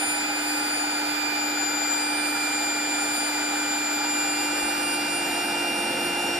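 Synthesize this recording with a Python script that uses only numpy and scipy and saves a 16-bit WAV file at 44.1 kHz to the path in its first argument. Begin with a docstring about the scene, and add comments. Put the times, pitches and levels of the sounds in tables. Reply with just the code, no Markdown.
"""An electric inflator in a tent

A blower pushes air down a ribbed hose into a mattress: its shaft hums, its brushes buzz, its eight blades
whine and air rushes through. Hum, buzz and whine are tones tied to the shaft's turning; the rush is shaped noise.
The whines swell and wander between the ears as the microphone moves through their standing waves.
A faster run with a deeper roar, very faint at first, blends in late; a soft bump sounds on the groundsheet."""
import sys
import numpy as np
from scipy import signal
from scipy.fft import rfft, irfft
from scipy.io import wavfile

SR = 44100
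rng = np.random.default_rng(int(sys.argv[2]) if len(sys.argv) > 2 else 0)


def output_pcm(signal):
    """Save a mono or channel-first signal as 16-bit PCM at the path in sys.argv[1].

    Samples are clipped to [-1, 1] before scaling.
    """
    pcm = np.clip(np.atleast_2d(signal).T, -1, 1) * 32767
    wavfile.write(sys.argv[1], SR, np.round(pcm).astype(np.int16))


N = 281799
T = np.arange(N) / SR  # time of every sample [s]

BLADES = 8
SWAY_DB = 2  # how far the moving microphone sways a short-wave tone

# How sound reaches the two microphone ports:
# (frequency [Hz], likeness of the ports [0-1], left lead [rad], left over right [dB])
PORT_TABLE = [(40, .99, 0, 0), (170, .96, 0, 0), (300, .985, 0, 0), (430, .95, .45, 0), (550, .78, 1.3, 3),
              (610, .65, .4, -2), (700, .92, -1.1, -4), (840, .93, -.75, -3), (930, .75, -.6, -3),
              (1030, .8, -2.9, 0), (1190, .7, -2.7, 4), (1260, .92, -.3, 1), (1450, .92, -.7, -1),
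              (1850, .78, -.2, -1), (2120, .86, -.5, 1), (2350, .32, -.9, 0), (3400, .12, .3, -3),
              (6000, .2, 0, 0), (14000, .2, 0, 0)]


def amp(db):
    """Turn decibels into a gain."""
    return 10 ** (np.asarray(db) / 20)


def curves(rows):
    """Draw straight lines through a time table: each column at every sample."""
    times, *columns = np.transpose(rows)
    return [np.interp(T, times, column) for column in columns]


def spectra(rows, hz):
    """Read the columns of a frequency table at the given frequencies, along a log scale."""
    table_hz, *columns = np.transpose(rows)
    return [np.interp(np.log(hz + 1), np.log(table_hz), column) for column in columns]


def wander(rate_hz):
    """Make a slow random curve of rms 1 by fading noise out above the given rate."""
    step = 64  # a slow curve needs only one point per 64 samples
    count = N // step + 2
    hz = np.fft.rfftfreq(count, step / SR)
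    noise = rfft(rng.standard_normal(count))
    slow = irfft(noise / (1 + (hz / rate_hz) ** 4))
    return np.interp(np.arange(N) / step, np.arange(len(slow)), slow / slow.std())


def shaft(speed, jitter_hz, flutter_hz):
    """Add up the shaft's turning into an angle; its speed flutters a little in the turbulent air."""
    turns_per_s = curves(speed)[0] + jitter_hz * wander(flutter_hz)
    return 2 * np.pi * np.cumsum(turns_per_s) / SR


def motor(angle, orders, sway_rad):
    """Hum of the unbalanced shaft and motor: tones on whole multiples of the shaft speed."""
    out = np.zeros((2, N))
    mean_speed = angle[-1] / (2 * np.pi * T[-1])
    for multiple, db in orders:
        k = round(multiple)
        same, lead, balance_db = spectra(PORT_TABLE, k * mean_speed)
        phase = k * angle + rng.uniform(0, 2 * np.pi)
        # where the ports hear different things, the tone sways most as the microphone moves
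        loose = np.sqrt(1 - np.clip(same, 0, 1) ** 2)
        for ear, side in enumerate((.5, -.5)):
            gain = amp(db + side * balance_db + loose * SWAY_DB * wander(2.2))
            turn = side * lead + loose ** 2 * sway_rad * wander(0.34)
            out[ear] += gain * np.cos(phase + turn)
    return out


def air(spectrum, modes, ripple_db, off_axis):
    """Turbulence: noise coloured by the duct; near reflections comb it differently at each port."""
    hz = np.fft.rfftfreq(N, 1 / SR)
    db = spectra(spectrum, hz)[0]
    for centre_hz, width_hz, lift_db in modes:
        db = db + lift_db * np.exp(-np.log(2) * (2 * (hz - centre_hz) / width_hz) ** 2)

    same, lead, balance_db = spectra(PORT_TABLE, hz)
    same = np.clip(same, 0, 1)
    loose = np.sqrt(1 - same ** 2)
    shared, separate = rfft(rng.standard_normal((2, N)))
    # off_axis scales the lead: a source straight ahead (0) reaches both ports together
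    left = shared * amp(balance_db / 2) * np.exp(1j * off_axis * lead)
    right = (same * shared + loose * separate) * amp(-balance_db / 2)

    # eight reflections per port, 1 to 12 ms late, felt where the ports are unlike
    delays_s = rng.uniform(0.001052, .012, (8, 2, 1))
    comb = sum(np.cos(2 * np.pi * hz * delay) for delay in delays_s) / 2
    colour = amp(db + ripple_db * loose ** 2 * comb)
    # the last factor makes the spectrum table read as dB per Hz
    return irfft(np.array([left, right]) * colour, N) * np.sqrt(SR / 2)


def impeller(angle, multiple, level_db, pan_db, lead, fading_db, flutter_db, tremor_db):
    """One overtone of the blades chopping air at the outlet; it fades and turns in standing waves."""
    fading_hz = 4.8  # how fast the moving microphone crosses the standing waves
    turn_rad = 0.014  # how far that turns the tone between the ears, per multiple of the blade rate
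    k = round(multiple)
    phase = k * BLADES * angle + rng.uniform(0, 2 * np.pi)
    lead = lead + k * turn_rad * wander(fading_hz)
    sides = np.array([[.5], [-.5]])
    ears = amp(sides * pan_db)
    ears = 2 * ears / np.linalg.norm(ears, axis=0)  # panning keeps the total power
    # the hand that holds the microphone trembles: shorter waves feel it more
    tremble_db = k * tremor_db * wander(11)
    unsteady_db = fading_db * wander(fading_hz) + flutter_db * wander(25) + tremble_db
    return ears * amp(level_db + unsteady_db) * np.cos(phase + sides * lead)


def steady_whine(angle):
    """Whine of the steady run: blade overtones that drift between the ears and recede near the end."""
    # (multiple of the blade rate, level before drift [dB rms], left lead before drift [rad],
    #  depth of slow fading [dB], late decline [dB per s])
    overtones = [(1, -36.7, -.7, .4, 1.8), (2, -40.2, -1.55, .6, 5), (3, -37.1, -1.7, .6, 6.7),
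                 (4, -42.8, 0, .9, .6), (5, -49.8, -1.1, 2, 2.8)]
    # Slow drift of the four strong overtones, each table:
    # (time [s], swell [dB], left over right [dB], extra left lead [rad])
    drifts = {
        # the blade tone starts out of step between the ears, leans right, then drifts to the middle
        1: [(0, 6, 1, 4), (.8, 2.5, -8.5, 4), (1, 1.5, -11, 5), (1.3, 5, -22, 3.5), (1.7, 1, -11, 0.5),
            (2.2, 5.5, -8, 1.3), (3.25, 2.9, -6.5, -1), (4.6, 3, -8.5, 0.84), (6.39, 2.5, 1, 1.6)],
        # the second leans left half way through
        2: [(0, -0.5, 3, 0.23), (.6, 5.3, 1, -0.32), (1.1, 4, -1, -0.59), (1.7, 5, 7, 0.14),
            (2.5, 3.5, 11.5, 0.37), (4.6, 2.3, 3, -0.14), (6.39, -4.5, -1, 1.3)],
        # the shrill third flares on the left for half a second
        3: [(0, 2.5, -1, 0.5), (.4, 1, 1, 1), (.8, 6, 9, -2.4), (1.28, 1.5, -9, -2), (1.43, 4, 20, -2),
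            (1.92, 8.5, 11, -7), (2.17, -0.5, -5, -7), (2.6, 5.5, 1.5, -6), (4.4, 5, 4.5, -6.2),
            (4.85, 3, -1, -7.5), (5.3, -0.5, 7.5, -6.5), (6.39, -2, -6, -10.5)],
        # the fourth keeps equal levels in both ears and swells several times
        4: [(.08, 10.5, 0, 0.6), (.27, -2, 0, 1.5), (.6, 4, 0, -1.2), (1.05, 4, 0, -2.5),
            (1.82, -2, 0, -3.5), (2.08, 8, 0, -1.4), (2.9, -0.5, 0, -1.6), (3.21, 8, 0, -0.3),
            (3.4, -3.5, 0, 1), (3.95, 6, 0, 3.5), (4.75, 5, 0, 1.43), (6.39, 1, 0, 1)],
    }
    # the whine recedes from 5.2 s on, as the faster run takes over
    late_s = np.maximum(T - 5.2, 0)
    out = np.zeros((2, N))
    for multiple, db, lead, fading_db, decline in overtones:
        k = round(multiple)
        swell_db, pan_db, turn = curves(drifts[k]) if k in drifts else (0, 0, 0)
        level_db = db + swell_db - decline * late_s
        out += impeller(angle, k, level_db, pan_db, lead + turn, fading_db, flutter_db=0.45, tremor_db=0.41)
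    return out


def brushes(angle, db, fall_db):
    """The commutator's buzz: faint high multiples of the shaft speed, of uneven strength."""
    multiples = np.arange(12, 48)
    levels_db = db - fall_db * np.log2(multiples / multiples[0])  # falls by fall_db per octave
    starts = rng.uniform(0, 2 * np.pi, (len(multiples), 2, 1))
    out = np.zeros((2, N))
    for k, level_db, start in zip(multiples, levels_db, starts):
        out += amp(level_db + SWAY_DB * wander(2)) * np.cos(k * angle + start)
    return out


def steady_run():
    """The steady run: one shaft angle drives hum, whine and buzz, with rushing air beside them."""
    # shaft speed: (time [s], speed [turns per s])
    speed_table = [(0, 298.5), (.4, 298.7), (.72, 297.75), (1.27, 298.05), (1.8, 297.3), (2.12, 297.9),
                   (2.75, 297.5), (3.95, 297.33), (4.26, 297.75), (5.07, 297.65), (5.7, 298.1),
                   (6.39, 298.2)]
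    # changes in strength: (time [s], hum [dB], rush [dB])
    effort = [(0, -1.5, 0.5), (.6, 0, 0.5), (1.3, 0.5, 0.5), (2.5, 0, 1), (3.5, 0.5, 1), (4.6, 0, 0.2),
              (5.4, -2, -0.5), (6.39, -5, -1.5)]
    # tones of the unbalanced shaft and the motor: (multiple of shaft speed, level before effort [dB])
    hum_orders = [(1, -32.7), (3, -48), (4, -39), (5, -41), (6, -53), (9, -51), (15, -61), (17, -57),
                  (20, -60), (28, -62), (37, -60), (48, -55)]
    # rushing air before resonances and effort: (frequency [Hz], level [dB per Hz])
    rush_spectrum = [(25, -85.5), (85, -86.5), (120, -78.5), (190, -78.5), (270, -66.5), (450, -69),
                     (1100, -67), (1750, -67.5), (2350, -74.5), (3300, -72.5), (4800, -74.5), (5600, -79.5),
                     (9000, -82.5), (14300, -92)]
    # resonances of housing and hose: (frequency [Hz], width [Hz], lift [dB])
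    duct = [(712, 71, 4.5), (828, 87, 10), (952, 17, 5), (1394, 74, 6), (1506, 210, 4), (2083, 150, 5.5)]

    angle = shaft(speed_table, jitter_hz=0.063, flutter_hz=11)
    hum_db, rush_db = curves(effort)
    hum = motor(angle, hum_orders, sway_rad=.6) * amp(hum_db + .6 * wander(7))
    gusts_db = .3 * wander(20)
    rush = air(rush_spectrum, duct, ripple_db=3.5, off_axis=1.0) * amp(rush_db + gusts_db)
    buzz = brushes(angle, db=-63.5, fall_db=4)
    return hum + rush + steady_whine(angle) + buzz


def fast_run():
    """The faster run creeps in over the steady one: roar and whine first, then the hum."""
    # shaft speed: (time [s], speed [turns per s])
    speed_table = [(4.0, 347.6), (5.1, 347.7), (5.6, 348.2), (6.39, 348.1)]
    # how far this run has blended in: (time [s], level [dB])
    blend_table = [(3.4, -31), (4.2, -9), (4.8, -2.5), (5.4, 0.5), (5.9, 2), (6.39, 2.5)]
    # tones of shaft and motor: (multiple of shaft speed, level before blending [dB])
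    hum_orders = [(1, -36.5), (2, -43.5), (5, -56), (7, -45), (10, -53), (11, -51), (23, -59), (35, -70),
                  (40, -63)]
    # the extra roar of air: (frequency [Hz], level before blending [dB per Hz])
    roar_spectrum = [(30, -90), (65, -78), (100, -80.5), (150, -74), (260, -62), (390, -73), (520, -63.5),
                     (640, -70), (870, -61), (1050, -79.5), (2000, -75), (8000, -93)]
    # whine: (multiple of the blade rate, level before blending [dB rms], left lead [rad],
    #  depth of slow fading [dB])
    overtones = [(1, -34.9, 0, .5), (2, -44.8, .1, .3), (3, -46.5, -2, 1.2), (4, -51, -1.4, 2)]

    angle = shaft(speed_table, jitter_hz=0.088, flutter_hz=12.0)
    blend = amp(curves(blend_table)[0])
    hum = motor(angle, hum_orders, sway_rad=0.99)
    roar = air(roar_spectrum, [], ripple_db=5.0, off_axis=0.24)
    whine = np.zeros((2, N))
    for multiple, db, lead, fading_db in overtones:
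        whine += impeller(angle, multiple, db, 0, lead, fading_db, flutter_db=0.7, tremor_db=0.68)
    # the hum firms up later: its blend in dB is 1.2 times as deep
    return blend * (roar + whine) + blend ** 1.2 * hum


def bump():
    """A soft bump on the groundsheet: a short low sine that swells and dies, alike in both ports."""
    # (time [s], peak of the swell [dB], frequency [Hz], decay [s])
    bump_row = (4.625, -45.5, 50, .012)
    start_s, db, hz, decay_s = bump_row
    age = np.maximum(T - start_s, 0)
    swell = age / decay_s * np.exp(1 - age / decay_s)
    return amp(db) * np.sin(2 * np.pi * hz * age) * swell


def scene():
    """Add both runs of the blower and the bump."""
    return steady_run() + fast_run() + bump()


def record(dry):
    """The recorder's band limit: a steep filter takes away everything well above 14480 Hz."""
    low_pass = signal.firwin(801, 14480, window=("kaiser", 9), fs=SR)
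    return signal.oaconvolve(dry, low_pass[None], "same")


dry = scene()
out = record(dry)
output_pcm(out)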